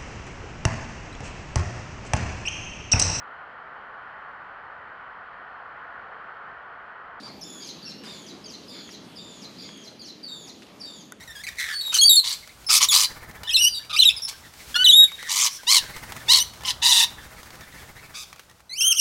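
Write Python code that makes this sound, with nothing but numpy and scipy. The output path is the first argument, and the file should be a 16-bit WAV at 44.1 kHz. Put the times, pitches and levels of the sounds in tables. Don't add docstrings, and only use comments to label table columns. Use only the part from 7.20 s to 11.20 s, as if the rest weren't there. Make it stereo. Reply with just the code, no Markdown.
import sys
import numpy as np
from scipy import signal
from scipy.io import wavfile

SR = 44100
rng = np.random.default_rng(int(sys.argv[2]) if len(sys.argv) > 2 else 0)


def file_out(sig):
    cols = np.atleast_2d(sig).T
    lim = np.clip(cols, -1, 1)
    pcm = np.round(lim * 32767).astype(np.int16)
    wavfile.write(sys.argv[1], SR, pcm)


N = 176400
T = np.arange(N) / SR

# (time [s], length [s], top pitch [Hz], end pitch [Hz], sag exponent, scoop [Hz],
# fundamental [dB], octave [dB], third partial [dB], change of the fundamental over the note [dB],
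# roughness, slur length [s], slur level [dB]); a higher sag exponent holds the pitch longer
WHISTLES = [(0.227, 0.23, 3500, 3206, 2.7, 162, -53, -46.5, -61, -1, 0.47, 0.051, -38),
            (0.649, 0.034, 2760, 2680, 1.52, 10, -61, -40, -59, 13, 0.43, 0.037, -42.5),
            (.864, 0.2, 3615, 3227, 1.6, 130, -49.5, -53, -66.5, -6, 0.584, .052, -44),
            (1.251, 0.038, 3310, 2977, 1.4, 3, -56, -48.5, -71, 4, 0.46, 0.064, -43),
            (1.488, 0.212, 3578, 3237, 1.7, 130, -52, -53.5, -69.5, 0, 0.55, 0.055, -42.5),
            (1.973, 0.24, 3650, 3285, 2.1, 136, -50, -53.5, -71, -8, 0.56, 0.049, -43),
            (2.409, .225, 3388, 3215, 1.6, 4, -55.5, -55.5, -73, 2, 0.53, .052, -44.5),
            (2.813, 0.039, 3449, 2945, 1.48, 3, -52, -51.5, -65, -4.5, 0.5, 0.056, -42.5),
            (3.077, .192, 3784, 3274, 1.3, 1, -41, -49.5, -64, -18, .39, 0.034, -40.5),
            (3.648, 0.17, 3790, 3220, 1.3, 0, -45, -51.5, -65.5, -15.5, 0.48, 0.024, -57)]
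# (time [s], length [s], first pitch [Hz], settled pitch [Hz], level [dB], roughness)
SQUEAKS = [(0.207, 0.028, 6460, 4880, -39, 1.23), (0.621, 0.034, 4980, 4360, -38.5, 0.48),
           (0.85, 0.026, 5353, 4610, -43, 0.7), (1.236, 0.032, 5270, 4550, -43.5, 0.8),
           (1.477, 0.048, 5400, 4620, -42.5, 0.7), (1.955, 0.0412, 5430, 4610, -43, 0.86),
           (2.355, 0.026, 4520, 4154, -49, 0.75), (2.790, 0.032, 4850, 4280, -38, 0.76),
           (3.028, 0.061, 4810, 4475, -36.5, 0.34), (3.593, 0.0226, 5950, 5200, -44.5, 0.92),
           (3.607, 0.05, 5020, 4570, -36.5, 0.52)]
# (time [s], length [s], top pitch [Hz], level [dB], roughness)
RASPS = [(0.02, 0.076, 2352, -45.5, 0.55), (0.398, 0.057, 2410, -45.5, 0.89),
         (0.882, .105, 2301, -50.5, 1.13), (1.518, 0.1, 2298, -48, 1.42), (2.378, 0.089, 2414, -46, 1.2)]
SLUR_PARTIALS_DB = [-20.5, -4, -10.5, -27, -33, -30.5, -52]
SQUEAK_PARTIALS_DB = [-3.5, -20, -38]
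RASP_PARTIALS_DB = [-12, -1, -15.5, -22, -38]
# (time [s], decay [s], level [dB], low edge [Hz], high edge [Hz])
RUSTLES = [(0.836, 0.14, -44, 298, 5400), (.868, 0.035, -46.5, 302, 2210), (1.69, .006, -40, 1000, 3480),
           (2.49, 0.0038, -38, 890, 3500), (2.575, 0.0033, -52, 4000, 11000),
           (3.421, 0.0099, -44, 1370, 4440), (3.432, 0.0028, -42, 1200, 4200),
           (3.466, 0.0059, -50, 2000, 5350), (3.487, .006, -50, 1510, 4470)]
# (frequency [Hz], relative level [dB], time to fall 60 dB [s])
CLICK_MODES = [(1478, -0.5, 0.027), (1960, -6, 0.0178), (3620, -9, 0.027), (6500, -0.5, 0.0073),
               (7200, -1, .005), (10160, 2.5, .004), (13700, -5, .004)]
# (frequency [Hz], relative density [dB])
RUMBLE_SPECTRUM = [(30, -37.5), (48, -19), (68, -13), (90, -12.5), (140, -9), (220, 1.5), (320, -3.5),
                   (480, -7.5), (800, -15.5), (1500, -26.5), (3000, -24), (15000, -82)]
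AIR_SPECTRUM = [(30, -26), (500, 2.5), (1000, 7.5), (2000, -0.5), (4200, 1), (6000, -7.5), (8500, -11.5),
                (11000, -9), (15000, -32)]
# (time [s], level [dB])
RUMBLE_LEVEL = [(0, -45.5), (.9, -46), (1.85, -45.5), (2.4, -46.5), (2.9, -49), (3.3, -47.5), (4, -49)]
AIR_LEVEL = [(0, -49.5), (.9, -51), (2.45, -50.5), (2.8, -54.5), (3.75, -52), (3.95, -57)]
DRONE_LEVEL = [(0, -54.5), (.5, -65), (.8, -54.5), (1.3, -56), (1.8, -72), (4, -57)]
# (frequency [Hz], correlation)
STEREO_LIKENESS = [(60, 0.38), (125, 0.55), (250, 0.474), (500, 0.126), (1000, 0.083), (4000, 0.69),
                   (8000, 0.49), (14000, 0.082)]

ATTACK_S, RELEASE_S = .0097, .00365
TAIL_S = 4 * RELEASE_S


def whistles():
    scoop_s, overshoot_s = .04385, .0394
    slur_end_hz, slur_rough, blend_s = 2030, 1.05, .014
    out = np.zeros(N)
    for (s, length, top_hz, end_hz, sag, scoop_hz, first_db, octave_db, third_db, change_db,
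         rough, slur_s, slur_db) in WHISTLES:
        t = T[T < length + slur_s + TAIL_S]
        held, slur, harsh = np.clip([t / length, (t - length) / slur_s, (t - length) / blend_s], 0, 1)
        scoop = scoop_hz * np.exp(-t / scoop_s) * np.cos(np.pi * t / overshoot_s)
        whistle_hz = top_hz + (end_hz - top_hz) * held ** sag - scoop
        height = (1 - slur) ** 2.1
        hz = slur_end_hz + (whistle_hz - slur_end_hz) * height
        late_db = -14 * np.exp(-t / .0058)
        clear = [first_db + late_db + change_db * held, octave_db, third_db, third_db - 8.5]
        clear += [-100] * (len(SLUR_PARTIALS_DB) - len(clear))
        slurred = slur_db - 4.5 * np.sqrt(height) + np.array(SLUR_PARTIALS_DB)[:, None]
        partials = [a + (b - a) * harsh for a, b in zip(clear, slurred)]
        add(out, s, syrinx(t, length + slur_s, hz, partials, rough + (slur_rough - rough) * harsh))
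        turbulence = rms_one(band(rng.standard_normal(len(t)), 4300, 9150))
        add(out, s, from_db(slur_db - 10) * np.sin(np.pi * slur) * turbulence)
    return out


def squeaks(settle_s=.01398):
    out = np.zeros(N)
    for s, length, first_hz, settled_hz, db, rough in SQUEAKS:
        t = T[T < length + TAIL_S]
        hz = settled_hz + (first_hz - settled_hz) * np.exp(-t / settle_s)
        add(out, s, syrinx(t, length, hz, db + np.array(SQUEAK_PARTIALS_DB), rough))
    return out


def rasps():
    out = np.zeros(N)
    for s, length, top_hz, db, rough in RASPS:
        t = T[T < length + TAIL_S]
        hz = top_hz * (1 - .3 * (t / length - .47) ** 2)
        half_order_db = -12.5 + 20 * np.log10(rough)
        partials = db + np.array([half_order_db, *RASP_PARTIALS_DB])
        add(out, s, syrinx(t, length, hz, partials, rough, orders=[1.5, 1, 2, 3, 4, 5]))
        turbulence = rms_one(band(rng.standard_normal(len(t)), 3460, 5700))
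        add(out, s, from_db(db - 7.5) * np.sin(np.pi * t / t[-1]) * turbulence)
    return out


def far_bird(start_s=.715, length_s=.14):
    out, t = np.zeros(N), T[T < length_s + TAIL_S]
    add(out, start_s, syrinx(t, length_s, hz=2780 + 1400 * t, partials_db=[-61 - 10 * t], rough=.35))
    return out


def syrinx(t, length, hz, partials_db, rough, orders=None):
    flutter = .04 * drift(t, 840) + .007 * drift(t, 110)
    phase = 2 * np.pi * np.cumsum(hz * (1 + rough * flutter)) / SR
    attack = np.sin(np.pi / 2 * np.clip(t / ATTACK_S, 0, 1)) ** 2
    release = np.exp(-np.maximum(t - length, 0) / RELEASE_S)
    out = 0
    for k, db in zip(orders or range(1, len(partials_db) + 1), partials_db):
        hoarse = .75 * rough * (1 + .34 * (k - 1))
        skirt = hoarse * (drift(t, 700) + 1j * drift(t, 700))
        shimmer_db = 2.2 * drift(t, 260)
        gain = from_db(db + shimmer_db) * np.sqrt(2 / (1 + hoarse ** 2))
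        out = out + gain * np.imag((1 + skirt) * np.exp(1j * k * phase))
    return attack * release * out


def canopy(calls):
    def scatter(db, t60_s, delay_s, top_hz):
        t = T[:SR]
        echoes = pair(rng.standard_normal((2, SR)), alike=.83) * from_db(-60 * t / t60_s) * (t > delay_s)
        echoes = band(rms_one(echoes) / np.sqrt(SR), 200, top_hz)
        return from_db(db) * signal.fftconvolve(calls[None], echoes)[:, :N]

    near_leaves = scatter(db=-3, t60_s=.072, delay_s=0, top_hz=17200)
    trees_around = scatter(db=-1, t60_s=.57, delay_s=.013, top_hz=7700)
    return calls + near_leaves + trees_around


def rustles():
    out, t = np.zeros((2, N)), T[:SR // 4]
    for s, decay, db, low_hz, top_hz in RUSTLES:
        crackle = band(pair(rng.laplace(size=(2, len(t))), alike=.69), low_hz, top_hz)
        add(out, s, from_db(db) * rms_one(crackle) * np.exp(-t / decay))
    return out


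def click(start_s=3.922, level_db=-32):
    out, t = np.zeros(N), T[:SR // 10]
    for hz, db, t60 in CLICK_MODES:
        add(out, start_s, from_db(level_db + db - 60 * t / t60) * np.sin(2 * np.pi * hz * t))
    return out


def background(drone_hz=208.7):
    drone = level(DRONE_LEVEL) * np.sqrt(2) * np.sin(2 * np.pi * drone_hz * T + .78 * drift(T, 9))
    rumble = level(RUMBLE_LEVEL) * banded_noise(RUMBLE_SPECTRUM, waver_db=2)
    air = level(AIR_LEVEL) * banded_noise(AIR_SPECTRUM, waver_db=3.5)
    return (rumble + drone) * pan(-.6) + air


def banded_noise(spectrum, waver_db):
    out, edges = 0, 28 * 2 ** np.arange(0, 9.6, .5)
    white = rng.standard_normal((2, 2, N))
    for k, (low, high) in enumerate(zip(edges, edges[1:])):
        hz = np.sqrt(low * high)
        gain = from_db(at_hz(spectrum, hz) + waver_db * drift(T, 14))
        out = out + gain * pair(band(white[k % 2], low, high), at_hz(STEREO_LIKENESS, hz))
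    return rms_one(out)


def from_db(db):
    return 10 ** (np.asarray(db) / 20)


def rms_one(x):
    return x / np.sqrt(np.mean(x ** 2) + 1e-20)


def level(rows):
    return from_db(np.interp(T, *np.transpose(rows)))


def at_hz(rows, hz):
    frequencies, values = np.transpose(rows)
    return np.interp(np.log(hz), np.log(frequencies), values)


def pan(db):
    return from_db([[db], [-db]])


def drift(t, per_s):
    return np.interp(t * per_s, np.arange(2048), rng.standard_normal(2048))


def pair(noise, alike):
    mid = np.sqrt((1 + alike) / 2) * noise[0]
    side = np.sqrt((1 - alike) / 2) * noise[1]
    return np.array([mid + side, mid - side])


def band(x, low_hz, high_hz):
    return signal.sosfilt(signal.butter(2, [low_hz, high_hz], "band", fs=SR, output="sos"), x)


def add(out, s, x):
    i = int(s * SR)
    out[..., i:i + x.shape[-1]] += x[..., :N - i]


def scene():
    beak_dip = signal.iirnotch(8380, Q=2.32, fs=SR)
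    birds = signal.lfilter(*beak_dip, squeaks() + whistles() + rasps() + far_bird())
    return canopy(birds) * pan(.58) + rustles() + click() + background()


def record(dry):
    low_cut = signal.butter(4, 58, "high", fs=SR, output="sos")
    high_cut = signal.ellip(10, .1, 80, 15100, fs=SR, output="sos")
    return signal.sosfilt(high_cut, signal.sosfilt(low_cut, dry))


dry = scene()
out = record(dry)
file_out(out)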